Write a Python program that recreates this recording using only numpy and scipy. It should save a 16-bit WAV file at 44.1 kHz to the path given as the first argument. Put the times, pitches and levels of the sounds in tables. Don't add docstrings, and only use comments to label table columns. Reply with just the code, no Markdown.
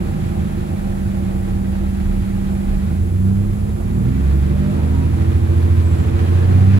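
import sys
import numpy as np
from scipy import signal
from scipy.fft import rfft, irfft
from scipy.io import wavfile
from scipy.ndimage import uniform_filter1d

SR = 44100
rng = np.random.default_rng(int(sys.argv[2]) if len(sys.argv) > 2 else 0)


def materialize(psi):
    bounded = np.clip(np.atleast_2d(psi).T, -1, 1)
    quanta = np.round(bounded * 32767).astype(np.int16)
    wavfile.write(sys.argv[1], SR, quanta)


N = 299439
TIME_S = np.arange(N) / SR
FREQ_HZ = np.maximum(np.arange(N // 2 + 1) * SR / N, 1)

# time_s, turns_per_second_hz
CRANK_SPEED = [(0.0, 13.34), (1.0, 12.16), (1.35, 11.94), (1.7, 12.09), (2.84, 12.2), (3.0, 14.1),
               (3.1, 15.03), (3.25, 15.96), (3.45, 16.69), (3.8, 17.48), (3.95, 18.7), (4.25, 22.9),
               (4.5, 23.85), (4.8, 25.38), (5.2, 27.47), (5.5, 27.98), (5.75, 28.52), (6.02, 26.91),
               (6.33, 29.38), (6.56, 30.79), (6.79, 33.09)]
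# time_s, throttle (0-1)
PEDAL_THROTTLE = [(2.8, 0), (3.1, 0.89)]
START_TURNS = .85
CRUISE_HZ = 25

# pitch_hz, level_db
HISS_SPECTRUM = [(1000, -25.2), (3500, -4.1), (5700, -6.4), (7600, 0.4), (9100, -7.9), (10000, 0.6),
                 (11000, 3.1), (12200, -3.4), (13200, -10.4), (15500, -7.6)]
# start_s, length_s, start_hz, end_hz, level_db
TURBO_WHISTLES = [(.72, 0.5, 13100, 10600, -62), (5.831, 0.31, 7840, 7200, -49.5)]
# peak_s, half_length_s, pitch_hz, level_db
TRIM_RATTLES = [(5.82, .05, 1050, -47), (6.42, .06, 1670, -41), (6.72, .035, 1380, -44),
                (6.75, .06, 1690, -44), (6.74, .08, 2450, -46)]
RATTLE_HALF_WIDTH = 0.038
# peak_s, half_length_s, crank_multiple, level_db
GEAR_TONES = [(4.04, .06, 24, -39), (4.62, .17, 24.05, -37), (4.72, .1, 49.9, -46),
              (4.95, .2, 36.05, -42.5), (5.75, .2, 36.2, -46), (6.32, .14, 36.3, -42),
              (6.3, .14, 15.9, -39), (6.66, .15, 24, -41.5), (6.64, .13, 36.6, -42)]
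WHINE_ROUGHNESS = .33

# pitch_hz, level_db
SWAY_SPECTRUM = [(18, -52), (28, -33), (33, -10), (38, -10), (46, -18), (70, -25), (200, -83)]
# time_s, level_db
SWAY_LEVEL = [(0.0, -39.5), (2.6, -25), (3.15, -29), (3.7, -29.5), (5.3, -29.5), (5.6, -41), (6.79, -32)]
# pitch_hz, level_db
RUMBLE_SPECTRUM = [(30, -29), (48, -18), (70, -1.5), (105, -3.5), (150, -7), (200, -10), (245, -10.5),
                   (295, -16.5), (345, -8), (420, -28), (600, -43), (1200, -76)]
# pitch_hz, level_db
GROWL_SPECTRUM = [(250, -4), (380, 1), (450, 4), (560, -1), (680, -3.5), (800, -6), (950, -7.5),
                  (1400, -13), (3000, -65)]
# pitch_hz, level_db
CLATTER_SPECTRUM = [(400, -22), (850, -3), (1020, -0.1), (1120, -1.5), (1260, 0.2), (1500, -3),
                    (1650, -2.5), (1850, -3.5), (2400, -4.5), (2650, -7), (2950, -9.5), (3700, -11.5),
                    (5500, -19.5), (9000, -24.5), (16000, -46)]
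# pitch_hz, level_db
BUZZ_SPECTRUM = [(400, -10), (530, -3), (610, -6), (665, -2.5), (725, -13), (770, -3), (810, -2), (840, -8),
                 (1050, -24.5), (1350, -17.5), (4000, -79)]
# time_s, gain_db
BUZZ_SWELL_DB = [(0, -1), (.8, 0.5), (1.6, 1), (2.3, -1), (3.2, -0.5), (4, 1)]
# time_s, gain_db
STRAIN = [(0, 2), (1.6, -0.5), (2.7, 1.2), (3.25, -0.5), (4.05, 0.5), (4.75, 1.5), (5.5, -1), (6.25, 2.5),
          (6.79, 1.6)]
CLATTER_STRAIN_SHARE = 0.8
# idle_db, pull_db (full throttle at CRUISE_HZ), slope_db_per_hz
CLATTER_EFFORT = (-43, -41, 0.58)
# idle_db, pull_db, slope_db_per_hz
GROWL_EFFORT = (-43, -34.5, 0.42)
# idle_db, pull_db, slope_db_per_hz
RUMBLE_EFFORT = (-28.8, -27.6, 0.1)
# idle_db, pull_db, slope_db_per_hz
BUZZ_EFFORT = (-38.5, -45.5, 0.06)

# crank_multiple, idle_db, pull_db (at CRUISE_HZ), slope_db_per_hz
BODY_ORDERS = [(6.5, -36.9, -30.9, -0.5), (7.0, -30.4, -37.7, -1.3), (7.5, -27.3, -37.4, -0.4),
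               (8.0, -23.3, -22.7, 0.2), (8.5, -42.3, -37.5, 1.3), (9.0, -23.2, -33.0, -0.4),
               (9.5, -41.5, -40.6, 0.2), (10.0, -27.4, -22.0, 0.5), (10.5, -38.2, -34.0, 0.6),
               (11.0, -40.8, -38.5, 0.9), (11.5, -32.2, -41.3, 0.7), (12.0, -24.4, -21.8, -0.2),
               (13.0, -38.4, -36.1, 0.7), (14.0, -24.7, -30.2, -0.2), (15.0, -38.2, -34.9, 0.7),
               (16.0, -23.5, -30.5, 0.4), (17.0, -39.4, -38.0, -0.1), (18.0, -31.1, -32.5, 0.7),
               (20.0, -38.6, -28.1, -0.3), (22.0, -36.0, -33.5, -0.3), (24.0, -32.3, -31.0, 0.1),
               (26.0, -32.2, -35.8, 0.4), (28.0, -29.8, -40.4, 0.4), (29.0, -36.2, -39.7, 0.3)]
# pitch_hz, width_hz, level_db
SALOON_RESONANCES = [(90.8, 8.9, -4.2), (106.9, 4.7, -5.0), (131.0, 4.7, -3.5), (156, 5.5, -0.8),
                     (181, 6, -3.5), (195.3, 11.4, 3.5), (219.8, 9.7, -9.3), (247, 10, -3.5), (264, 8, -2),
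                     (305.7, 8.4, -10.2), (332, 9, -6), (350.1, 10.8, -5.1), (366, 9, -7),
                     (437.9, 65.3, -13.4)]
# pitch_hz, half_width_hz, depth_db
DRONE_NULLS = [(168.7, 2.3, -11.1), (212, 4, -2.5), (239.5, 4.3, -4.1), (285, 16, -11)]
# time_s, gain_db
SURGE_GAIN = [(2.8, 0), (2.98, 1.5), (3.15, 0), (3.8, 0), (3.98, 2), (4.14, 3), (4.32, 0)]
# crank_multiple, idle_db, pull_db (at CRUISE_HZ), slope_db_per_hz
EXHAUST_ORDERS = [(2.0, -31.4, -15.6, -0.5), (2.5, -33.2, -20.8, 2.0), (3.0, -2.9, -1.5, 1.2),
                  (3.5, -30.3, -13.6, 1.7), (4.0, -12.0, -9.6, 1.0), (4.5, -11.3, -12.2, 0.2),
                  (5.0, -19.8, -13.0, 0.2), (5.5, -19.5, -19.0, -0.5), (6.0, -10.0, -4.5, -0.5)]
# pitch_hz, width_hz, level_db
DECK_MODES = [(37.1, 1.1, -24.1), (69.8, 4.6, -8.7), (78.0, 7.0, -16.8), (86.4, 8.5, -17.8),
              (96.3, 10.3, -12.8), (121.2, 10.3, -14.0), (144.7, 16.0, -19.4), (159.5, 5.0, -21.6),
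              (194.3, 12.2, -5.3)]
# pitch_hz, half_width_hz, depth_db
DECK_NULLS = [(74.9, 1.0, -10), (103.3, 2.5, -5.2), (169.1, 3.1, -11.6)]
# time_s, gain_db
LOPE_GAIN = [(0.0, -11.3), (3.3, -2.1), (3.8, -0.7), (4.5, -3.7), (4.9, 3.0), (5.6, 0.0), (6.05, 1.8),
             (6.3, -0.1), (6.79, 2.0)]
# time_s, gain_db
TONE_GAIN = [(0, 1.5), (0.55, 1.5), (0.68, -1), (0.9, 1), (2.8, 0.6), (3, 1.5), (3.15, -0.5), (3.4, -0.3),
             (3.7, 1.0), (3.82, -2), (3.93, 3.5), (4.1, 0.8), (4.28, -0.5), (4.55, 2), (4.8, 0.3),
             (5.2, 0.6), (5.75, 2.0), (6.1, 0.8), (6.45, 0.8), (6.79, -2.2)]
IDLE_WAVER_DB, PULL_WAVER_DB = 1.7, .5
RING_UP_S = .05

# pitch_hz, likeness (0-1), left_phase_lead_rad, left_minus_right_db
PORT_FIELD = [(80, .995, -.48, -2.45), (200, .98, -.92, -3), (330, .8, -1.35, -2.6), (420, .3, -1.7, -.3),
              (600, .42, -3.5, 0), (1200, .5, -3.1, -1.6), (1700, .4, -1.4, -1.5), (3000, .2, -2, -1.6),
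              (5000, .15, -1.5, -.6), (11000, .4, -1.4, -.6)]
TOP_HZ = 15700


def undb(db):
    return 10 ** (np.asarray(db) / 20)


def curves(table):
    s, *columns = np.transpose(table)
    return [np.interp(TIME_S, s, column) for column in columns]


def over_frequency(table):
    hz, *columns = np.transpose(table)
    return [np.interp(np.log(FREQ_HZ), np.log(hz), column) for column in columns]


def walk(rate_hz):
    spectrum = rfft(rng.standard_normal(N)) * np.exp(-(FREQ_HZ / rate_hz) ** 2)
    y = irfft(spectrum, N)
    return y / y.std()


def noise(colour, ripple_db):
    points = N // 300
    ripple = np.interp(FREQ_HZ, np.linspace(0, SR / 2, points), rng.standard_normal(points))
    gain = undb(over_frequency(colour)[0] + ripple_db * ripple)
    y = irfft(rfft(rng.standard_normal((2, N))) * gain, N)
    return y / y.std()


def effort_db(hz, idle_db, pull_db, slope_db_per_hz):
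    throttle = np.clip(curves(PEDAL_THROTTLE)[0], 0, 1)
    pulling_db = pull_db + slope_db_per_hz * (hz - CRUISE_HZ)
    return idle_db + throttle * (pulling_db - idle_db)


def cancellation(hz, nulls):
    return undb(sum(db * np.exp(-((hz - f) / width) ** 2) for f, width, db in nulls))


def seat_gain(hz):
    waves = sum(undb(db) / (1 + 1j * (hz / f - f / hz) * f / width) for f, width, db in DECK_MODES)
    return np.abs(waves) * cancellation(hz, DECK_NULLS)


def rung_up(hz, response):
    return uniform_filter1d(np.interp(hz, FREQ_HZ, response), int(RING_UP_S * SR))


def partial(turns, multiple, rough):
    cycles = np.arange(0, turns[-1] + 2, 2)
    draws = rough * rng.standard_normal((2, N // 1000))[:, :len(cycles)]
    size, slip_rad = (np.interp(turns, cycles, draw) for draw in draws)
    return (1 + size) * np.cos(2 * np.pi * (multiple * turns + rng.random()) + slip_rad)


def air():
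    return noise(HISS_SPECTRUM, ripple_db=1.4) * undb(.35 * walk(8) - 49)


def turbo():
    out = np.zeros((2, N))
    for start_s, length_s, start_hz, end_hz, level_db in TURBO_WHISTLES:
        age = np.clip((TIME_S - start_s) / length_s, 0, 1)
        swell = np.sin(np.pi * np.sqrt(age))
        for side in out:
            hz = start_hz + (end_hz - start_hz) * age + 60 * walk(128.0)
            side += undb(level_db) * swell * np.sin(2 * np.pi * np.cumsum(hz) / SR)
    return out


def rattles(turns):
    chatter = 0.48 + np.exp(-(turns % 1) / .3)
    out = 0
    for peak_s, half_s, pitch_hz, level_db in TRIM_RATTLES:
        resonance = 1 / (1 + ((FREQ_HZ / pitch_hz - 1) / RATTLE_HALF_WIDTH) ** 2)
        ring = irfft(rfft(rng.standard_normal((2, N))) * resonance, N)
        swell = np.exp(-((TIME_S - peak_s) / half_s) ** 2)
        out = out + undb(level_db) * swell * chatter * ring / ring.std()
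    return out


def whine(turns):
    right = 0
    for peak_s, half_s, multiple, level_db in GEAR_TONES:
        size = 1 + WHINE_ROUGHNESS * walk(40)
        slip_rad = WHINE_ROUGHNESS * walk(40)
        swell = np.exp(-((TIME_S - peak_s) / half_s) ** 2)
        right = right + undb(level_db) * swell * size * np.cos(2 * np.pi * multiple * turns + slip_rad)
    left = undb(-2) * np.interp(TIME_S - .00025, TIME_S, right)
    return np.array([left, right])


def engine_noise(turns, hz):
    strain_db, = curves(STRAIN)
    firing, since_firing = np.divmod(3 * turns, 1)
    strength = undb(3 * rng.standard_normal(N // 100))[firing.astype(int)]
    burst = 1 + 0.3 * strength * np.exp(-since_firing / 0.5)
    burst = burst / np.sqrt(np.mean(burst ** 2))

    clatter_db = effort_db(hz, *CLATTER_EFFORT) + CLATTER_STRAIN_SHARE * strain_db + 0.84 * walk(26)
    clatter = noise(CLATTER_SPECTRUM, ripple_db=1.3) * burst * undb(clatter_db)
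    growl_db = effort_db(hz, *GROWL_EFFORT) + strain_db + 1.3 * walk(8)
    growl = noise(GROWL_SPECTRUM, ripple_db=2) * burst * undb(growl_db)
    buzz_db = effort_db(hz, *BUZZ_EFFORT) + curves(BUZZ_SWELL_DB)[0] + strain_db + 1.5 * walk(9)
    buzz = noise(BUZZ_SPECTRUM, ripple_db=1) * burst * undb(buzz_db)
    rumble_db = effort_db(hz, *RUMBLE_EFFORT) + strain_db + walk(12)
    rumble = noise(RUMBLE_SPECTRUM, ripple_db=.5) * undb(rumble_db)
    sway = noise(SWAY_SPECTRUM, ripple_db=0) * undb(curves(SWAY_LEVEL)[0])
    return clatter + growl + buzz + rumble + sway


def drone(turns, hz):
    power = sum(undb(db) ** 2 / (1 + ((FREQ_HZ / f - f / FREQ_HZ) * f / width) ** 2)
                for f, width, db in SALOON_RESONANCES)
    response = np.sqrt(power) * cancellation(FREQ_HZ, DRONE_NULLS)
    surge_db, = curves(SURGE_GAIN)
    out = 0
    for order, *effort in BODY_ORDERS:
        level_db = effort_db(hz, *effort) + surge_db + .7 * walk(4.4)
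        gain = undb(level_db) * rung_up(order * hz, response)
        out = out + gain * partial(turns, order, rough=.11)
    return out


def boom(turns, hz):
    response = seat_gain(FREQ_HZ)
    waver_db = effort_db(hz, IDLE_WAVER_DB, PULL_WAVER_DB, 0)
    lope_db, = curves(LOPE_GAIN)
    out = 0
    for order, *effort in EXHAUST_ORDERS:
        is_lope = order % 3 != 0
        level_db = effort_db(hz, *effort) + waver_db * walk(3.5) + (lope_db if is_lope else 0)
        gain = undb(level_db) * rung_up(order * hz, response)
        out = out + gain * partial(turns, order, rough=.14 if is_lope else .05)
    return out


def ports(pair):
    likeness, lead_rad, tilt_db = over_frequency(PORT_FIELD)
    likeness = np.clip(likeness, 0, 1)
    edge = np.clip(np.minimum(TIME_S, TIME_S[-1] - TIME_S) / .006, 0, 1)
    a, b = rfft(pair * np.sin(np.pi / 2 * edge) ** 2)
    left = (likeness * a + np.sqrt(1 - likeness ** 2) * b) * np.exp(1j * lead_rad)
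    return irfft(np.array([left * undb(tilt_db / 2), a * undb(-tilt_db / 2)]), N)


def scene():
    hz, = curves(CRANK_SPEED)
    turns = START_TURNS + np.cumsum(hz) / SR
    tone = (boom(turns, hz) + drone(turns, hz)) * undb(curves(TONE_GAIN)[0])
    tones = np.array([tone, np.zeros(N)])
    field = tones + engine_noise(turns, hz) + rattles(turns) + air() + turbo()
    return ports(field) + whine(turns)


def record(dry):
    rounded = dry / (1 + (dry / .95) ** 10) ** .1
    return signal.sosfilt(signal.ellip(8, .2, 80, TOP_HZ, fs=SR, output="sos"), rounded)


dry = scene()
out = record(dry)
materialize(out)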